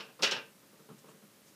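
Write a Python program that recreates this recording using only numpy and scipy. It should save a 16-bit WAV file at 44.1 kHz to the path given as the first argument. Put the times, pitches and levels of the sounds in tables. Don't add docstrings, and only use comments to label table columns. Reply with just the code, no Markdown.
import sys
import numpy as np
from scipy import signal
from scipy.fft import rfft, irfft, next_fast_len
from scipy.io import wavfile

SR = 44100
rng = np.random.default_rng(int(sys.argv[2]) if len(sys.argv) > 2 else 0)


def master_out(mix):
    frames = np.transpose(np.atleast_2d(mix))
    ceiling = np.clip(frames, -1, 1)
    pcm = np.round(ceiling * 32767).astype(np.int16)
    wavfile.write(sys.argv[1], SR, pcm)


N = 68355

# t/s, level/dB, brightness/(dB/octave), knock/dB re level
DISH_CONTACTS = [(0.0, -43, -4, -7), (0.006, -43.5, -1.5, -4.5), (0.046, -56, -4.5, -9),
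                 (0.088, -58.5, -8.5, -4), (0.1935, -55, -1, 5), (0.218, -52.5, 9.5, 2),
                 (0.2231, -31.5, 7.5, -3.5), (0.2268, -32, -2.5, -6), (0.2303, -27.5, -2, -5),
                 (0.2324, -22, 3.5, -12.5), (0.2405, -27, 1, -24), (0.243, -31.5, -2, -33),
                 (0.273, -32.5, -2.5, -21), (0.3109, -31.5, 4, -8.5), (0.319, -29.5, -1, -5),
                 (0.331, -39.5, -4, -21), (0.352, -46.5, 4, -21), (0.364, -38, -5, -9),
                 (0.382, -53.5, -5, -8), (0.401, -62.5, -10, 8), (0.423, -65, -3, -7)]


def amp(db):
    return 10 ** (np.asarray(db) / 20)


def along(points, hz):
    f, v = np.transpose(points)
    return np.interp(np.log(hz + 1), np.log(f + 1), v)


def filtered(x, response):
    size = next_fast_len(len(x) + 1024, True)
    return irfft(rfft(x, size) * response(np.fft.rfftfreq(size, 1 / SR)), size)[:len(x)]


def tilt(hz, db_per_oct):
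    return amp(db_per_oct * np.log2(np.maximum(hz, 700) / 2800))


def noise(spectrum, size, db_per_oct=0):
    x = filtered(rng.standard_normal(size), lambda hz: amp(along(spectrum, hz)))
    x /= np.sqrt(np.mean(x ** 2) + 1e-20)
    return filtered(x, lambda hz: tilt(hz, db_per_oct))


def decay_bands(x, t60s):
    hz, t, bands = signal.stft(x, SR, nperseg=256)
    decay = amp(-60 * t / along(t60s, hz)[:, None])
    return signal.istft(bands * decay, SR, nperseg=256)[1][:len(x)]


def ring(modes, t, db_per_oct=0, scatter_db=1):
    hz, db, t60_s = np.transpose(modes)
    signs = (-1) ** np.arange(len(hz))
    gains = amp(db + scatter_db * rng.standard_normal(len(hz))) * signs * tilt(hz, db_per_oct)
    waves = np.sin(2 * np.pi * hz[:, None] * t) * amp(-60 * t / t60_s[:, None])
    return np.sqrt(2) * gains @ waves / np.linalg.norm(amp(db))


def rise(t, tau_s):
    return 1 - np.exp(-t / tau_s)


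def add(track, start_s, sound):
    part = track[max(round(start_s * SR), 0):][:len(sound)]
    part += sound[:len(part)]


def dish():
    # f/Hz, level/dB, T60/s
    modes = [(1480, -18.5, 0.53), (1556, -8, 0.35), (1900, -10.5, 0.2), (2449, 4.5, 0.15), (2610, 1, 0.28),
             (2762, 3, 0.18), (2813, 2, 0.15), (2990, 4.5, 0.064), (3310, -1, 0.15), (3870, 4.5, 0.074),
             (4175, -3.5, 0.094), (4710, -6, 0.056), (5580, 2, .11), (6000, -7, 0.13)]
    # f/Hz, level/dB
    wall_spectrum = [(100, -26), (170, -7), (350, -9), (550, -6.5), (730, -10), (900, -7), (1150, -8),
                     (1550, -2), (2050, -8.5), (2750, -1.5), (3450, -4), (4100, -0.5), (5500, -3.5),
                     (7000, -15.5), (9000, -28.5), (15000, -45)]
    # f/Hz, T60/s
    wall_t60 = [(300, 0.13), (2000, 0.17), (2800, 0.24), (3800, 0.084), (6000, 0.072), (12000, 0.15)]
    crack_db, wall_db, ring_db, crack_t60_s = -3, -1, -9, 0.015
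    out, t = np.zeros(N), np.arange(SR // 4) / SR
    for start_s, db, db_per_oct, _ in DISH_CONTACTS:
        crack = amp(crack_db - 60 * t / crack_t60_s) * noise(wall_spectrum, len(t), db_per_oct)
        wall = amp(wall_db) * decay_bands(noise(wall_spectrum, len(t), db_per_oct), wall_t60)
        ringing = amp(ring_db) * ring(modes, t, db_per_oct)
        add(out, start_s, amp(db) * rise(t, tau_s=0.00045) * (crack + wall + ringing))
    return out


def table_knocks():
    # f/Hz, level/dB, T60/s
    modes = [(177.5, -14, 0.21), (346, -10, 0.048), (419.6, 2, 0.078), (454, -7.5, 0.33),
             (542.7, -0.5, .07), (868, -2, .05)]
    out, t = np.zeros(N), np.arange(SR // 6) / SR
    for start_s, db, _, knock_db in DISH_CONTACTS:
        add(out, start_s, amp(db + knock_db) * rise(t, tau_s=0.0025) * ring(modes, t))
    return out


def background():
    # f/Hz, level/dB
    spectrum = [(25, 1), (50, 12), (80, -9.5), (110, -5), (144, -1.5), (350, -4.5), (440, -4), (480, -13),
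                (560, -7.5), (650, -12.5), (1200, -12), (2850, -15), (7000, -17), (13500, -18),
                (15500, -22.5)]
    # f/Hz, level/dB
    fan_tones = [(199, -74), (539, -75.5), (597, -79.5)]
    t = np.arange(N) / SR
    hum = sum(amp(db) * np.sqrt(2) * np.sin(2 * np.pi * (hz * t + rng.random())) for hz, db in fan_tones)
    return amp(-60) * noise(spectrum, N) + hum


def sponge_dabs():
    # t/s, relative level/dB, rise/s, squash/dB re thud
    dabs = [(0.191, -55.5, .003, 4.5), (0.203, -54.5, 0.0061, 3), (0.619, -66.5, .006, 2.5),
            (0.727, -64, 0.0031, 0.5), (0.79, -57.5, 0.0069, -5), (0.886, -57, 0.0035, -0.5),
            (0.8995, -49.5, 0.0029, -11), (0.916, -55.5, .003, -9), (1.039, -59, 0.0029, -3),
            (1.06, -63, 0.011, 2.5), (1.079, -61, 0.013, 7.5), (1.13, -58.5, 0.013, -8),
            (1.161, -93, 0.0069, -7), (1.221, -59, 0.0029, -7.5), (1.245, -67, 0.0027, -9)]
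    # f/Hz, level/dB, T60/s
    thud_modes = [(143.4, 1, 0.11), (158, 0, .13), (192, -5.5, 0.18), (219.8, -2, 0.18), (320, -12.5, 0.33),
                  (449.4, -6, 0.22), (549, -18.5, 0.3)]
    # f/Hz, level/dB
    squash_spectrum = [(100, -36), (200, 1), (450, 3), (700, -5), (1050, 0.5), (1400, -3.5), (2000, -15),
                       (3200, -15), (6000, -39), (15000, -54)]
    gain_db, squash_t60_s = 6, 0.14
    out, t = np.zeros(N), np.arange(SR // 6) / SR
    for start_s, db, rise_s, squash_db in dabs:
        squash = amp(squash_db - 60 * t / squash_t60_s) * noise(squash_spectrum, len(t))
        thud = ring(thud_modes, t)
        add(out, start_s, amp(db + gain_db) * rise(t, rise_s) * (thud + squash))
    return out


def brushing():
    # peak t/s, level/dB, sigma/s
    strokes = [(0.991, -63, 0.0085), (1.097, -67, 0.019), (1.484, -65, 0.019)]
    # f/Hz, level/dB
    spectrum = [(300, -20), (2000, -4), (4500, -4), (7000, 2), (10000, -6), (15000, -15)]
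    t = np.arange(N) / SR
    envelope = sum(amp(db) * np.exp(-.5 * ((t - peak_s) / sigma_s) ** 2)
                   for peak_s, db, sigma_s in strokes)
    return noise(spectrum, N) * envelope


def room(x, delay_s=0.006):
    # f/Hz, T60/s
    room_t60 = [(150, 0.34), (1000, 0.29), (4000, .23), (12000, 0.16)]
    tail = decay_bands(rng.standard_normal(SR // 2), room_t60)
    out = np.zeros(N)
    add(out, delay_s, signal.fftconvolve(x, tail / np.linalg.norm(tail)))
    return out


def scene():
    metal = dish()
    table = table_knocks() + sponge_dabs() + brushing()
    reverb = room(amp(-7.5) * metal + amp(-9) * table)
    return (metal + table + reverb + background())[None]


def record(dry):
    low_cut_hz, top_hz = 118, 15550
    highpass = signal.butter(4, low_cut_hz, "highpass", fs=SR, output="sos")
    thin = signal.sosfilt(highpass, dry[0])
    return filtered(thin, lambda hz: hz < top_hz)[None]


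dry = scene()
out = record(dry)
master_out(out)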